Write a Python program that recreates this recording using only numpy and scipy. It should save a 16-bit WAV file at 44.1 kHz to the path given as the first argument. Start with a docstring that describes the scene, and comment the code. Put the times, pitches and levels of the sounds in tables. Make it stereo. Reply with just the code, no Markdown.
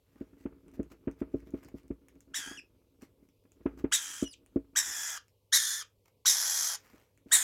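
"""Squawking parrot chick

A parrot chick squawks six times on a cloth-covered table in a quiet room, close to a pair of microphones.
Its voice is a half-chaotic membrane driving throat resonances that follow the beak. Its bobbing and the
feeding hands excite the damped modes of the hollow table; the beak on the spoon gives ringing cracks,
and brushed cloth gives grainy noise. Coloured air noise, a faint hum and hiss lie beneath."""
import sys
import numpy as np
from scipy import signal
from scipy.fft import rfft, irfft, next_fast_len
from scipy.io import wavfile
from scipy.ndimage import uniform_filter1d

SR = 44100
rng = np.random.default_rng(int(sys.argv[2]) if len(sys.argv) > 2 else 0)


def convert_level_to_amplitude(level_db):
    """Map a level in decibels to its linear amplitude factor."""
    exponent = np.asarray(level_db, float) / 20
    return 10 ** exponent


def inscribe(sig):
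    """Save sig as 16-bit PCM at rate SR to the path in sys.argv[1].

    A 1-D sig is mono; a 2-D sig holds one channel per row.
    Samples are clipped to [-1, 1] before scaling.
    """
    pcm = np.round(np.clip(np.atleast_2d(sig).T, -1, 1) * 32767)
    wavfile.write(sys.argv[1], SR, pcm.astype(np.int16))


N = 327648  # length in samples

# Noise of the still air: [f/Hz, relative density level/dB per Hz]
AIR_SPECTRUM = [(15, -37.5), (25, -8.5), (102, -7.5), (127, -13), (190, -21.5), (270, -18.5), (326, -24),
                (476, -12), (714, -31), (887, -25.5), (1740, -22.5), (4870, -35.5), (16000, -48.5)]
# Likeness of the air noise at left and right: [f/Hz, correlation, clipped to -1..1]
AIR_LIKENESS = [(60, -0.084), (640, 0.5), (1400, -1.3), (15000, 1)]
AIR_DB, SELF_NOISE_DB = -69.5, -83.5  # rms of the air noise and of the microphones' own hiss
HUM_HZ, HUM_DB = 101, -73.5  # level of the peak

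# Thumps on the table: [t/s, peak level of the ring/dB, gain of modes below 160 Hz/dB,
# peak level of the slap relative to the ring/dB]
THUMPS = [(0.153, -49, -25, -13), (0.208, -29, -23, -21), (0.453, -25, -20, -16.5), (0.792, -22, -19, -28),
          (0.91, -48, -16, -8), (1.071, -20.5, -20.5, -20.5), (1.213, -20.5, -21.5, -22),
          (1.339, -20, -20, -37), (1.469, -43.5, -28, -26), (1.536, -23.5, -21, -25.5),
          (1.74, -32.5, -15, -33), (1.902, -24, -13.5, -28.5), (2.471, -43, -20, -3),
          (2.509, -38.5, -23, -7), (2.983, -53, -10, -26), (3.022, -41, -23, -11.5),
          (3.223, -51.5, -35, -23), (3.447, -55.5, -36, -9), (3.603, -47, -23, -16),
          (3.655, -17, -22.5, -17.5), (3.839, -17, -18.5, -21), (4.223, -17.5, -23, -26.5),
          (4.558, -15.5, -24.5, -29), (6.933, -49, -18, -27.5), (7.258, -45, -19.5, -23.5)]
# Modes of the hollow table: [f/Hz, relative level/dB, t60/s]
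TABLE_MODES = [(56.5, 7.5, 0.23), (159.09, 6, 0.12), (240, -4.5, 0.07), (276.5, 0.5, 0.11),
               (333.6, -1.5, 0.085), (436, -7.5, 0.097), (507, -16, 0.11), (635, -21.5, 0.13)]
# Envelope of the small bumps of hands on the table: [t/s, level/dB]
JOSTLE = [(0.0, -100), (0.14, -67), (0.33, -57.5), (0.72, -58.5), (1.71, -58), (2.23, -66.5), (2.5, -60.5),
          (2.69, -66), (3.02, -75.5), (3.2, -61.5), (3.4, -78.5), (3.62, -66.5), (3.79, -50), (3.95, -68),
          (4.88, -64), (5.2, -84.5), (6.21, -90), (7.06, -81.5), (7.43, -69)]

# Skin and down brushing the cloth: [centre t/s, level before graining/dB, half length to 1/e of peak/s]
RUSTLES = [(0.187, -75, 0.12), (0.41, -70, 0.041), (0.749, -64.5, 0.015), (.92, -60.5, 0.014),
           (1.201, -65, 0.017), (1.37, -73, 0.058), (1.475, -68.5, 0.016), (1.577, -70, 0.029),
           (1.636, -62, 0.012), (1.686, -60.5, 0.0055), (1.776, -67.5, 0.027), (2.085, -70, 0.0014),
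           (3.034, -64, 0.023), (3.242, -80, 0.016), (3.66, -79.5, 0.09), (3.793, -60, 0.015),
           (6.06, -65, 0.005), (6.081, -64.5, 0.0056), (6.897, -65, 0.14), (7.311, -60, 0.025)]
# Noise of the cloth: [f/Hz, relative density level/dB per Hz]
CLOTH_SPECTRUM = [(500, 1.5), (1000, 0), (2200, -1.5), (3500, -11.5), (7000, -10), (9500, -19.5),
                  (13000, -10), (16000, -18)]

# Beak on the spoon: [t/s, peak level/dB, centre f/Hz]
TICKS = [(0.6823, -46.5, 6560), (0.7158, -53, 5030), (0.831, -44.5, 7000), (1.1137, -46, 6570),
         (1.4034, -48.5, 4700), (1.5064, -49, 6150), (1.648, -41, 4970), (1.7848, -48, 4520),
         (1.833, -52, 4570), (1.881, -48, 5670), (2.0849, -38.5, 6900), (2.155, -54, 5860),
         (2.2064, -40.5, 6300), (3.021, -40, 6500), (3.289, -54, 5880), (3.4394, -57.5, 5750),
         (3.5192, -45.5, 7550), (3.7814, -61.5, 5440), (4.4624, -45, 8080), (5.2823, -47, 5630),
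         (6.926, -65, 7120), (7.1761, -47.5, 7110)]

# Course of each squawk: [start t/s, length/s, burst level/dB, held level/dB, drift/dB per s, settling/s]
SQUAWKS = [(2.336, .266, -28, -37.5, -42.5, 0.035), (3.915, .43, -18, -35.5, -29.5, .03),
           (4.753, 0.43, -20.5, -37, 5, .03), (5.519, 0.31, -15.5, -27, -21, .035),
           (6.25, 0.51, -17.5, -29.5, -2, .045), (7.312, .2, -13.5, -28.5, 0, 0.032)]
# Pitch of each squawk: [first f/Hz, held f/Hz, last f/Hz, held roughness 0-1, last roughness 0-1]
VOICES = [(1277, 1470, 1720, .6, .3), (940, 1610, 1570, .7, 0.65), (1173, 1750, 1690, .55, .5),
          (1410, 1780, 1730, 0.55, 0.43), (951.3, 1740, 1630, 0.74, 0.79), (1471, 1690, 1650, .7, .6)]
# Colour of each squawk: [low-voice level/dB, the same in the burst/dB, brightness/dB per octave,
# droop of the pitch at the end/Hz, dark band f/Hz]
COLOURS = [(1.5, -12.5, -1, 10, 4000), (-4.5, -15, -3, 10, 4350), (1, -6, 6, 430, 4330),
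           (0, -2, 5.5, 700, 2600), (-1.5, -13.5, 6, 100, 2720), (-2, -9.5, 3, 10, 2700)]
# Lower edge of what the throat passes in each squawk: [f/Hz]
THROAT_FLOORS_HZ = [750, 800, 748, 1190, 720, 740]
# Place of each squawk: [lag of left behind right/ms, left minus right level/dB, beak-opening factor]
PLACES = [(-.11, 5, 0.918), (-0.12, 5, 1.01), (-.135, 4.5, 1.01), (0.19, 2, 1.1), (0.176, -3, 1.01),
          (.11, -3, 1.2)]
# Resonances of throat and beak before the beak moves them: [f/Hz, width of the first stage/Hz, level/dB]
THROAT = [(1620, 1400, -22), (3560, 2020, 1), (5880, 1500, 8), (7170, 710, 2.5), (9600, 1100, -4),
          (11574, 2800, -16)]
# Breaks into a clear falling whistle: [t/s, length/s, from f/Hz, to f/Hz, starting level/dB,
# lateness of the fall (exponent)]
WHISTLES = [(2.573, 0.023, 2980, 2497, -44.5, .8), (4.245, 0.033, 3100, 2890, -48.5, .3),
            (4.279, .064, 5150, 2200, -53.5, 4)]
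WHISTLE_ROUGH, WHISTLE_LOW_DB, WHISTLE_BRIGHT_DB = .08, 9, -1  # the last in dB per octave
WHISTLE_SWELL_DB = 4.5  # a whistle grows as it falls
# Pitch climbs to a top, sinks and drifts, and droops at the end
TOP_HZ, CLIMB_S, SETTLE_S, DROOP_S = 1952, .023, .035, 0.038
# Roughness rises during the climb, rises on to its held value, then drifts
FIRST_ROUGH, CLIMBED_ROUGH = .2, .42
# Loudness snaps in and swells to the burst
ATTACK_S, SWELL_S, SWELL_DB, BURST_S = .008, .014, -8, 0.025
FADE_S, FADE_DB, RELEASE_S, QUIET_DB = 0.092, -7, 0.006, -24
FIRST_LOW_DB, LAST_LOW_DB, FIRST_BRIGHT_DB = 5, 6, -10  # dull start and end; the last in dB per octave
DARK_WIDTH_HZ, DARK_DEPTH = 300, 0.71  # depth is the fraction of the band taken away
BEAK_WOBBLE, BEAK_SHUT = 0.018, 0.63  # the beak drifts a little and closes as the pitch droops

# Decay of the room: [f/Hz, t60/s]
ROOM_DECAY = [(250, .2), (2000, 0.17), (6000, 0.15), (14000, 0.064)]


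def evened(x):
    """Normalisation: scales to rms 1."""
    return x / np.sqrt(np.mean(x ** 2) + 1e-20)


def read(points, hz):
    """Interpolation: reads a curve on a log-frequency axis."""
    f, value = np.transpose(points)
    return np.interp(np.log(hz + 1), np.log(f + 1), value)


def add(mix, s, sound):
    """Superposition: mixes a sound in at time s."""
    part = mix[..., round(s * SR):][..., :sound.shape[-1]]
    part += sound[..., :part.shape[-1]]


def resonate(x, hz, width):
    """Heterodyning: shifts the curve hz to zero, smooths, and shifts back, a resonance of gain 1."""
    turn = np.exp(2j * np.pi * np.cumsum(hz * np.ones(len(x))) / SR)
    r = np.exp(-np.pi * width / SR)
    return 2 * (turn * signal.lfilter([1 - r], [1, -r], x / turn)).real


def placed(x, lag_ms, pan_db):
    """Two-microphone localisation: one source arrives at slightly different times and levels."""
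    size = next_fast_len(len(x) + 64)
    side = np.array([[.5], [-.5]])  # left and right share each difference equally
    shift = np.exp(-2j * np.pi * np.fft.rfftfreq(size, 1 / SR) * side * lag_ms / 1000)
    return convert_level_to_amplitude(side * pan_db) * irfft(rfft(x, size) * shift, size)[:, :len(x)]


def hiss(colour, same, patchy_db):
    """Partly coherent noise: two channels with a spectrum, a likeness and drifting patches."""
    frames, hz = N // 256 + 5, np.fft.rfftfreq(1024, 1 / SR)
    a, b, c, d, patches = rng.standard_normal((frames, 513, 5)).T
    patches = uniform_filter1d(patches, size=14, axis=0)
    patches = evened(uniform_filter1d(patches, size=10, axis=1))
    same = np.clip(read(same, hz), -1, 1)[:, None]
    left = a + 1j * b
    right = same * left + np.sqrt(1 - same ** 2) * (c + 1j * d)
    z = np.array([left, right]) * convert_level_to_amplitude(read(colour, hz)[:, None] + patchy_db * patches)
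    return evened(signal.istft(z, nperseg=1024, noverlap=768)[1][:, :N])


def hum():
    """Pure tone: a faint steady sine."""
    return convert_level_to_amplitude(HUM_DB) * np.sin(2 * np.pi * HUM_HZ * np.arange(N) / SR)


def self_noise():
    """Independent noise: each microphone hisses by itself in a broad treble band."""
    own = [evened(resonate(air, 12800, 3000)) for air in rng.standard_normal((N, 2)).T]
    return convert_level_to_amplitude(SELF_NOISE_DB) * np.array(own)


def knock(boom_db, slap_db, push_s, luck, air):
    """Modal excitation: a soft push rings the table; a dull slap follows a few ms later."""
    t = np.arange(len(air)) / SR
    ring = 0
    for (hz, db, t60), u in zip(TABLE_MODES, luck):
        mode_db = db + (hz < 160) * boom_db + u - 60 * t / t60
        ring = ring - convert_level_to_amplitude(mode_db) * np.sin(2 * np.pi * hz * t + 0.45 * u)
    soft_start = 1 - np.exp(-(t / push_s) ** 2)
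    ring = ring * soft_start * (1 + 2.5 * np.exp(-(t / .010) ** 2))
    late = np.maximum(t - .005, 0)
    burst = (late > 0) * (np.exp(-late / .004) + .55 * np.exp(-late / .02)) * air
    slap = resonate(burst, 860, 400) + .8 * resonate(burst, 1260, 450) + .35 * resonate(burst, 2110, 900)
    slap = signal.sosfilt(signal.butter(3, [600, 2900], "band", fs=SR, output="sos"), slap)
    return ring / abs(ring).max() + convert_level_to_amplitude(slap_db) * slap / abs(slap).max()


def table():
    """Linear superposition: listed thumps over a random patter of bumps; the deepest boom leans left."""
    out = np.zeros(N)
    luck = rng.standard_normal((len(THUMPS) + 4, len(TABLE_MODES) + 12000))
    for (s, db, boom_db, slap_db), row in zip(THUMPS, luck):
        add(out, s + .001, convert_level_to_amplitude(db) * knock(boom_db, slap_db, .0035, row, row[len(TABLE_MODES):]))
    heights = convert_level_to_amplitude(3.8 * np.minimum(rng.exponential(1, N), 4))
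    happens = rng.random(N) < 130 / SR  # 130 bumps per second on average
    bumps = heights * happens * rng.choice([-1, 1], N)
    kind = rng.integers(0, 4, N)  # four different knocks take turns at random
    patter = 0
    for k, row in enumerate(luck[-4:]):
        bump = knock(-14.5, -14, 0.0073, 2 * row, row[len(TABLE_MODES):])
        patter = patter + signal.oaconvolve(bumps * (kind == k), bump)[:N]
    out += convert_level_to_amplitude(np.interp(np.arange(N) / SR, *np.transpose(JOSTLE))) * evened(patter)
    boom = signal.sosfilt(signal.butter(2, 90, fs=SR, output="sos"), out)
    near_left = placed(out, -0.11, 1.8)
    return near_left + .3 * np.array([boom, -boom])


def cloth():
    """Friction noise: short brushes whose level flickers in fine grains."""
    t = np.arange(N) / SR
    stroke = sum(convert_level_to_amplitude(db) * np.exp(-((t - s) / half) ** 2) for s, db, half in RUSTLES)
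    grain = convert_level_to_amplitude(4 * evened(uniform_filter1d(rng.standard_normal(N), size=90)))
    return stroke * grain * hiss(CLOTH_SPECTRUM, [(500, 0.83), (3000, 0.44)], 2.3)


def ticks():
    """Impact: each tick is a crack with a very short ring and a puff of tail."""
    out, t = np.zeros(N), np.arange(900) / SR
    for (s, db, hz), air in zip(TICKS, rng.standard_normal((len(TICKS), 900))):
        crack = air * (np.exp(-t / .0004) + .06 * np.exp(-t / .004))
        tick = resonate(crack, hz, 1800) + 1.7 * resonate(crack, 2300, 800) + 0.29 * crack
        add(out, s, convert_level_to_amplitude(db) * tick / abs(tick).max())
    return placed(out, -0.12, 0.98)


def gesture(start, length, burst_db, held_db, drift_db, settle_s, first_hz, held_hz, last_hz, held_rough,
            last_rough, low_db, burst_low_db, bright_db, droop_hz):
    """Control of phonation: effort, pitch, roughness and colour over one squawk."""
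    t = np.arange(0, length, 1 / SR)
    left = length - t
    snap, ending = np.exp(-t / SWELL_S), np.clip(1 - left / FADE_S, 0, 1)
    burst = np.exp(-(np.maximum(t - BURST_S, 0) / settle_s) ** 2.1)
    effort_db = held_db + drift_db * t + (burst_db - held_db) * burst
    effort_db = effort_db + SWELL_DB * snap + FADE_DB * ending
    climb = np.minimum(t / CLIMB_S, 1)
    settled = 1 - np.exp(-np.maximum(t - CLIMB_S, 0) / SETTLE_S)
    drifting_hz = held_hz + (last_hz - held_hz) * t / length
    hz = first_hz + (TOP_HZ - first_hz) * np.sin(climb * np.pi / 2) + (drifting_hz - TOP_HZ) * settled
    shut = droop_hz / last_hz * np.clip(1 - left / DROOP_S, 0, 1) ** 2.2
    hz = hz * (1 - shut)
    drifting_rough = held_rough + (last_rough - held_rough) * t / length
    rough = FIRST_ROUGH + (CLIMBED_ROUGH - FIRST_ROUGH) * climb
    rough = rough + (drifting_rough - CLIMBED_ROUGH) * settled
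    low_db = low_db + (burst_low_db - low_db) * burst * climb
    low_db = low_db + FIRST_LOW_DB * snap + LAST_LOW_DB * ending
    bright_db = bright_db + FIRST_BRIGHT_DB * snap
    for s, span, from_hz, to_hz, db, late in WHISTLES:
        u = (start + t - s) / span
        on = (u >= 0) & (u < 1)
        hz = np.where(on, from_hz + (to_hz - from_hz) * abs(u) ** late, hz)
        rough = np.where(on, WHISTLE_ROUGH, rough)
        effort_db = np.where(on, db + WHISTLE_SWELL_DB * u, effort_db)
        low_db = np.where(on, WHISTLE_LOW_DB, low_db)
        bright_db = np.where(on, WHISTLE_BRIGHT_DB, bright_db)
    edges = np.clip(1 - t / ATTACK_S, 0, 1) ** .7 + np.clip(1 - left / RELEASE_S, 0, 1) ** 2
    effort_db = uniform_filter1d(effort_db, size=90) + QUIET_DB * edges
    return t, effort_db, low_db, bright_db, hz, np.clip(rough, 0, 1), shut


def membrane_drive(hz, rough):
    """Nonlinear oscillation: a membrane wanders between a whistle and chaos, with puffs of air."""
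    wander, shimmer, slip, air = rng.standard_normal((len(hz), 4)).T
    wander = evened(uniform_filter1d(wander, size=150))
    turns = np.cumsum(hz * (1 + .058 * rough * wander)) / SR
    shimmer = np.exp(.42 * rough * evened(uniform_filter1d(shimmer, size=130)))
    # strong and weak half cycles swap at random, which blurs the odd partials
    slip = 1 - rough + 1.42 * rough * evened(uniform_filter1d(slip, size=80))
    fall = 0.4 + 0.95 * rough * (1 - rough)  # whistles are pure, and chaos swallows the upper partials
    membrane = 0
    for k in range(1, 12):
        weight = slip if k % 2 else 1 + 0.1 * rough * (k == 2)
        audible = k * hz < SR / 2.4  # partials stay below the Nyquist limit
        membrane = membrane + np.cos(2 * np.pi * k * turns) * weight * audible * fall ** (k - 1)
    puffs = (.6 + np.exp(-(turns / 2 % 1) / 0.45)) * air  # air bursts on every second cycle
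    return shimmer * (np.sqrt(1 - rough ** 2) * membrane + rough ** 1.5 * 2.2 * evened(puffs))


def squawk(t, effort_db, low_db, bright_db, hz, rough, shut, opening, dark_hz, bottom_hz):
    """Source and filter: the membrane drives throat resonances that follow the beak."""
    beak = opening * (1 + 0.003 * (effort_db - np.median(effort_db)))  # opens wider on the loud start
    drift = uniform_filter1d(rng.standard_normal(len(t)), size=2000)
    drift = evened(uniform_filter1d(drift, size=1000))
    beak = beak * (1 + BEAK_WOBBLE * drift - BEAK_SHUT * shut)
    drive = membrane_drive(hz, rough)
    voice = convert_level_to_amplitude(-19.0) * resonate(drive, 3700, 9900)  # leak between the resonances
    for k, (f, width, db) in enumerate(THROAT):
        # the lowest one leans towards the pitch
        centre_hz = f * beak if k else np.sqrt(f * np.minimum(hz, 2100))
        once = resonate(drive, centre_hz, width)
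        weight_db = db + bright_db * max(np.log2(f / 3500), 0)
        voice = voice + convert_level_to_amplitude(weight_db) * resonate(once, centre_hz, width * 3.6)
    voice = signal.sosfilt(signal.butter(4, [bottom_hz, 14000], "band", fs=SR, output="sos"), voice)
    voice = voice - DARK_DEPTH * resonate(voice, dark_hz, DARK_WIDTH_HZ)
    low = signal.sosfiltfilt(signal.butter(3, 2450, fs=SR, output="sos"), voice)
    voice = voice + (convert_level_to_amplitude(low_db) - 1) * low
    steady = voice / np.sqrt(uniform_filter1d(voice ** 2, size=900) + 1e-12)
    return convert_level_to_amplitude(effort_db) * steady


def squawks():
    """Sequence of calls: each squawk has its own gesture, colour and place."""
    chick = np.zeros((2, N))
    rows = zip(SQUAWKS, VOICES, COLOURS, THROAT_FLOORS_HZ, PLACES)
    for course, pitch, (*colour, dark_hz), bottom_hz, (lag_ms, pan_db, opening) in rows:
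        voice = squawk(*gesture(*course, *pitch, *colour), opening, dark_hz, bottom_hz)
        add(chick, course[0], placed(voice, lag_ms, pan_db))
    return chick


def scatter(x):
    """Early reflection: hands and table top return a few ms of echoes, different at each microphone."""
    t = np.arange(700) / SR
    taps = rng.standard_normal((2, 700)) * np.exp(-t / .005) * (t > .001)
    taps = np.diff(taps, prepend=0)  # small things scatter the treble most
    return signal.fftconvolve(x, taps / np.linalg.norm(taps, axis=1, keepdims=True), axes=1)[:, :N]


def room(x):
    """Reverberant decay: sparse taps of random sign, each band dying at its own speed."""
    taps = np.zeros((2, SR // 2))
    slots = np.arange(160, SR // 2 - 20, 20)
    at = slots + rng.integers(0, 20, (2, len(slots)))
    np.put_along_axis(taps, at, rng.choice([-1., 1.], at.shape), 1)
    hz, t, z = signal.stft(taps, SR, nperseg=256)
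    decay = convert_level_to_amplitude(-60 * t / read(ROOM_DECAY, hz)[:, None])
    tail = signal.istft(z * decay, SR, nperseg=256)[1]
    return signal.fftconvolve(x, tail / np.linalg.norm(tail[0]), axes=1)[:, :N]


def scene():
    """Superposition: chick, table, spoon and cloth in a still room with a faint hum."""
    background = convert_level_to_amplitude(AIR_DB) * hiss(AIR_SPECTRUM, AIR_LIKENESS, 1.7) + hum() + self_noise()
    thumps = table()
    near = cloth() + ticks()
    chick = squawks()
    voice = chick + convert_level_to_amplitude(-0.5) * scatter(chick) + convert_level_to_amplitude(-11.0) * room(chick)
    return background + thumps + near + convert_level_to_amplitude(-6.5) * room(near) + voice


def top_cut(x):
    """Nothing passes above the cut-off."""
    return signal.sosfilt(signal.butter(12, 16470, fs=SR, output="sos"), x)


def record(dry):
    """Transduction: the microphones round off the highest peaks and lose the deepest bass."""
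    rounded = np.tanh(dry)
    mix = signal.sosfilt(signal.butter(2, 42, "high", fs=SR, output="sos"), rounded)
    return top_cut(mix)


dry = scene()
out = record(dry)
inscribe(out)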